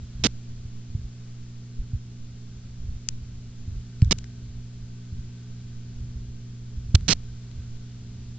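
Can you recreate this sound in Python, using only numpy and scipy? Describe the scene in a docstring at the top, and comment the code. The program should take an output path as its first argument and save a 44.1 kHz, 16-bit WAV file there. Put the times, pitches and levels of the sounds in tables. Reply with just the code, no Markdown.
"""An aquarium pump hums at multiples of the mains in a quiet room, heard close by at two hand-held ports.
The hum is a sum of sines; the grip's sway and rumble, the room's murmur and the hiss are coloured noise.
Bumps of the hand are short low swings. Now and then the right port chatters, a noise clipped
between two limits, and small ticks, short band-passed noise bursts, sound at the left one.
The two ports are then blended into stereo."""
import sys
import numpy as np
from scipy import signal
from scipy.fft import rfft, irfft, next_fast_len
from scipy.io import wavfile
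from scipy.ndimage import map_coordinates

SR = 44100
rng = np.random.default_rng(int(sys.argv[2]) if len(sys.argv) > 2 else 0)


def elevation(decibels):
    """Turn decibel levels (scalar or array-like) into linear amplitude ratios."""
    levels = np.asarray(decibels, float)
    return 10 ** (levels / 20)


def generate_wav(sig):
    """Save sig (samples, or channels by samples) to the path in sys.argv[1] as 16-bit PCM at SR."""
    pcm = np.round(np.clip(np.atleast_2d(sig).T, -1, 1) * 32767).astype(np.int16)
    wavfile.write(sys.argv[1], SR, pcm)


N = 369558

# bumps of the hand: (time [s], level before the low-pass [dB], swing frequency [Hz], push +1 or pull -1)
BUMPS = [(.027, -29, 69.3, 1), (.148, -29.5, 50.7, 1), (.195, -27.5, 112, 1), (0.214, -27, 59.8, -1),
         (.649, -30, 88.3, 1), (0.893, -30.5, 89.5, -1), (0.9488, -16, 96.2, -1), (.992, -25, 70, 1),
         (1.04, -26.5, 50, -1), (1.789, -21.5, 42.9, -1), (1.9323, -18.5, 93, 1), (1.944, -20, 62.5, -1),
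         (2.957, -29, 70, 1), (3.217, -31.5, 56.4, 1), (3.6757, -21, 90.7, -1), (4.0217, -2.5, 103, 1),
         (4.053, -16.5, 63, -1), (4.074, -21, 86, 1), (4.094, -20.5, 45.4, -1), (5.124, -22.5, 93.6, -1),
         (5.189, -27.5, 81, -1), (6.0017, -30, 64, -1), (6.1552, -25, 62.5, -1), (6.7724, -22, 59.2, -1),
         (6.888, -23.5, 67.2, 1), (6.9436, -2.5, 84.7, 1), (6.992, -29.5, 56.6, 1)]


def along(points, hz, axis=1):
    """Frequency response: one column of (frequency [Hz], value, ..) points, interpolated on a log axis."""
    p = np.array(points, float)
    return np.interp(np.log(hz + 1e-3), np.log(p[:, 0]), p[:, axis])


def unit(x):
    """Normalisation of power: x scaled to rms 1."""
    return x / np.sqrt(np.mean(x ** 2))


def filtered(x, response):
    """Linear filtering: the spectrum of x times a complex response of frequency."""
    m = next_fast_len(x.shape[-1] + 8192)
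    spectrum = rfft(x, m) * response(np.fft.rfftfreq(m, 1 / SR))
    return irfft(spectrum, m)[..., :x.shape[-1]]


def noise(spectrum, channels):
    """Spectral shaping: independent white noises, coloured and scaled to a joint rms of 1."""
    white = rng.standard_normal((channels, N))
    return unit(filtered(white, lambda hz: elevation(along(spectrum, hz))))


def wobble(rate):
    """Slow random modulation: a smooth curve through rate random knots a second."""
    knots = rng.standard_normal(int(N * rate / SR) + 4)
    return map_coordinates(knots, [np.arange(N) * rate / SR])


def curve(rows):
    """Amplitude envelope: (time [s], level [dB]) rows as gain per sample."""
    return elevation(np.interp(np.arange(N) / SR, *np.transpose(rows)))


def pump():
    """Magnetic hum: the motor's magnet pulls at multiples of the mains, each wavering; a faint whine varies."""
    mains_hz = 60.01
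    # pump harmonics: (multiple of the mains, relative level [dB])
    harmonics = [(2, -1.5), (3, -12.5), (4, -14.5), (5, -31), (6, -29.5), (7, -29), (9, -42.5), (10, -48),
                 (11, -40), (12, -42), (13, -46.5)]
    # slow rise and fall of the hum's level: (time [s], level [dB])
    hum_level = [(0, -40), (3.8, -40.5), (4.15, -38), (4.5, -39), (5.5, -39), (6.3, -38.5), (7.1, -40),
                 (8.38, -38.5)]
    turn = 2 * np.pi * mains_hz * np.arange(N) / SR
    hum = np.zeros(N)
    for multiple, db in harmonics:
        phase = rng.uniform(0, 2 * np.pi)
        hum += elevation(db + 0.59 * wobble(3)) * np.sin(multiple * turn + phase)
    whine_band = noise([(1400, -30), (1500, 0), (1560, 0), (1660, -30)], channels=1)[0]
    whine = elevation(-38 + 2.5 * wobble(1.7)) * whine_band
    return curve(hum_level) * (np.sqrt(2) * hum + whine)


def grip():
    """Muscle tremor: slow sway and lumpy rumble, largely coherent at both ports, flaring after each bump."""
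    # slow sway: (frequency [Hz], relative density [dB per Hz])
    sway = [(1, 5), (5, 6.5), (11, -6), (16, -12.5), (22, -23), (35, -55)]
    # rumble of the grip: (frequency [Hz], relative density [dB per Hz])
    rumble_spectrum = [(15, -34.5), (30, -6.5), (50, 0), (75, -4.5), (110, -8.5), (150, -18), (220, -33),
                       (400, -66.5)]
    # strength of the tremor between shudders: (time [s], level [dB])
    tremor = [(0, -47), (.7, -46), (1.4, -50.5), (2.4, -47.5), (2.9, -41.5), (3.9, -44), (5.4, -46.5),
              (5.9, -40.5), (6.8, -42), (7.9, -42.5), (8.38, -46.5)]
    shudder_db, shudder_peak_s = -30, 0.048  # level after a 0 dB bump, time to swell
    shudder_grows = 0.52  # dB of shudder per dB of bump
    shared, left, right = noise(rumble_spectrum, channels=3)
    ports = shared + .5 * np.array([left, right])
    rumble = unit(elevation(3.6 * wobble(9)) * ports)
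    power = curve(tremor) ** 2
    for start, db, _, _ in BUMPS:
        u = np.clip(np.arange(N) / SR - start, 0, 2) / shudder_peak_s
        shudder = elevation(shudder_grows * db + shudder_db) * u * np.exp(1 - u)
        power = power + shudder ** 2  # unrelated tremors add in power
    return elevation(-43.0) * noise(sway, channels=1) + np.sqrt(power) * rumble


def room():
    """Ambient pressure: a murmur independent at each port, and air that presses one as it relieves the other."""
    # murmur of the room: (frequency [Hz], relative density [dB per Hz])
    murmur = [(80, -26.5), (150, -5), (210, 2.5), (270, -9.5), (400, -9), (520, -19.5), (900, -48.5)]
    # air in opposite phase at the two ports: (frequency [Hz], relative density [dB per Hz])
    across = [(80, -9), (200, 8), (300, 6), (500, -6.5), (900, -16), (2000, -15.5), (4000, -19),
              (7000, -14.5), (9000, -42.5)]
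    opposed = noise(across, channels=1) * np.array([[1], [-1]])
    return elevation(-55.0) * noise(murmur, channels=2) + elevation(-52.5) * opposed


def hiss():
    """Self-noise: independent coloured noise at each port, its level wavering slightly in common."""
    # hiss of a port: (frequency [Hz], relative density [dB per Hz])
    hiss_spectrum = [(200, -0.5), (650, -1), (1000, -3), (1350, -1), (1550, -1.5), (1800, -3), (3500, 1),
                     (4500, 2), (6500, 0), (7600, -3)]
    top_edge = [(9000, -12.5), (11000, -58)]
    return elevation(-54 + .4 * wobble(1.5)) * noise(hiss_spectrum + top_edge, channels=2)


def bumps():
    """Damped impulse response: each bump is a soft push, a few low swings that swell and stop."""
    swell_cycles = 0.41  # swings until the envelope peaks
    stop = 1.03  # how abruptly the swings end
    out, t = np.zeros(N + SR), np.arange(SR // 4) / SR
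    for start, db, hz, direction in BUMPS:
        u = t * hz / swell_cycles
        swell = u * np.exp((1 - u ** stop) / stop)
        swings = np.sign(direction) * elevation(db) * swell * np.sin(2 * np.pi * hz * t)
        out[round(start * SR):][:len(t)] += swings
    soft = signal.butter(3, 420, fs=SR, output="sos")  # flesh passes no sharp edge
    return signal.sosfilt(soft, out[:N])


def chatter():
    """Saturation: the overloaded port flips between two limits; a slow push holds it on one side for a while."""
    # chatter of the right port: (start [s], length [s], swing before the port's response [dB])
    bursts = [(.2382, .032, -2.8), (4.11, .0056, -1), (4.118, .01, -1), (6.95, .0058, -1.5),
              (7.081, .0535, -3.8)]
    # response of the port, before a 4 dB lift: (frequency [Hz], gain [dB])
    port = [(60, -12.5), (200, -10), (450, -15.5), (800, -20.5), (1500, -10.5), (2500, -5), (4400, 0.5),
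            (6000, -0.5), (7500, -8.5)]
    # a burst that lasts long enough stalls early on, held by the push
    stall_after_s, stall_s, stall_push, stall_flutter = .0105, .011, 1.2, .1
    free_push, free_flutter = .5, .6  # weights of slow push and fast flutter otherwise
    slow = noise([(50, -15.5), (125, 2.0), (300, -4.5), (800, -9.5), (1500, -24)], channels=1)[0]
    fast = noise([(500, -10), (4400, -7), (9000, -4.0)], channels=1)[0]
    stutter = elevation(7 * wobble(700) + 4 * wobble(220))  # the flips come in uneven clumps
    out, t = np.zeros(N), np.arange(N) / SR
    for start, length, db in bursts:
        stalled = (t > start + stall_after_s) & (t < start + stall_after_s + stall_s)
        push = np.where(stalled, stall_push, free_push)
        flutter = np.where(stalled, stall_flutter, free_flutter)
        flips = np.tanh(6 * (push * slow + flutter * stutter * fast))
        # the port rings down after letting go: 60 dB in 15 ms
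        settle = elevation(-20.5 - 60 * np.clip(t - start - length, 0, 1) / 0.015) * fast
        out += elevation(db) * np.where(t < start + length, flips, settle) * (t >= start)
    return filtered(out, lambda hz: elevation(along(port, hz) + 4))


def ticks():
    """Low-Q resonance: short dry snaps of the housing, each a broad ring around its own pitch."""
    # ticks at the left port: (time [s], level before the resonance [dB], pitch [Hz])
    snaps = [(3.0875, 3.5, 6000), (4.019, -12.5, 4480), (4.0467, -23, 5000), (4.184, -20.5, 4500),
             (4.1867, -15.5, 4040), (4.2423, -19, 4050), (7.009, -21.5, 2480), (7.514, -26, 3000)]
    t60_s = 0.0066  # a snap decays by 60 dB in this time
    out, t = np.zeros(N + SR), np.arange(SR // 20) / SR
    for start, db, hz in snaps:
        decay = elevation(db - 60 * t / t60_s)
        onset = 1 - np.exp(-t / .0001)
        snap = decay * onset * rng.standard_normal(len(t))
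        ring = filtered(snap, lambda f: 1j * f * hz / (hz * hz - f * f + 1j * f * hz))  # Q of 1
        out[round(start * SR):][:len(t)] += ring
    return out[:N]


def scene():
    """Superposition at the two ports: what shakes both, and what each hears alone."""
    common = pump() + grip() + room() + hiss() + bumps()
    right = chatter()
    left = ticks()
    return common + np.array([left, right])


def low_pass(x):
    """Removes everything above the highest recorded frequency."""
    return signal.sosfilt(signal.butter(12, 8640, fs=SR, output="sos"), x)


def record(dry):
    """Crossfeed: each channel adds a share of the other port, inverted in the treble; peaks are rounded off."""
    # blend of one port into the other channel: (frequency [Hz], gain [dB], phase [rad])
    blend = [(150, -1.5, 0), (280, -2.5, 0), (530, -6.5, 0), (910, -7.5, .3), (1570, -5.5, .1),
             (2710, -9, -.1), (3700, -13, -.3), (4670, -16.5, -1.3), (5700, -15, -2.6), (7000, -13, -3),
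             (8300, -7, -3.4)]
    # left over right: (frequency [Hz], gain [dB], phase [rad])
    lean = [(10, -1, 0), (40, -1.2, -.09), (130, -1, -.12), (180, -1.2, .05), (240, 0, .18), (400, -.2, 0),
            (4000, .5, 0), (7000, 3.5, 0), (8000, 2, 0)]
    # band limit of both channels: (frequency [Hz], gain [dB])
    limit = [(7400, 1), (8000, -5), (8400, -25), (8800, -32), (9600, -65)]
    other = filtered(dry[::-1], lambda hz: elevation(along(blend, hz)) * np.exp(1j * along(blend, hz, axis=2)))
    wide = (dry + other) / 2
    half = np.array([[.5], [-.5]])  # the lean is shared out between left and right

    def channel_response(hz):
        """Complex transfer function: the band limit and half the lean, opposite in left and right."""
        gain = elevation(along(limit, hz) + half * along(lean, hz))
        return gain * np.exp(1j * half * along(lean, hz, axis=2))

    wide = filtered(wide, channel_response)
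    wide = wide / (1 + np.abs(wide / .96) ** 8) ** (1 / 8)  # soft ceiling at .96
    return low_pass(wide)


dry = scene()
out = record(dry)
generate_wav(out)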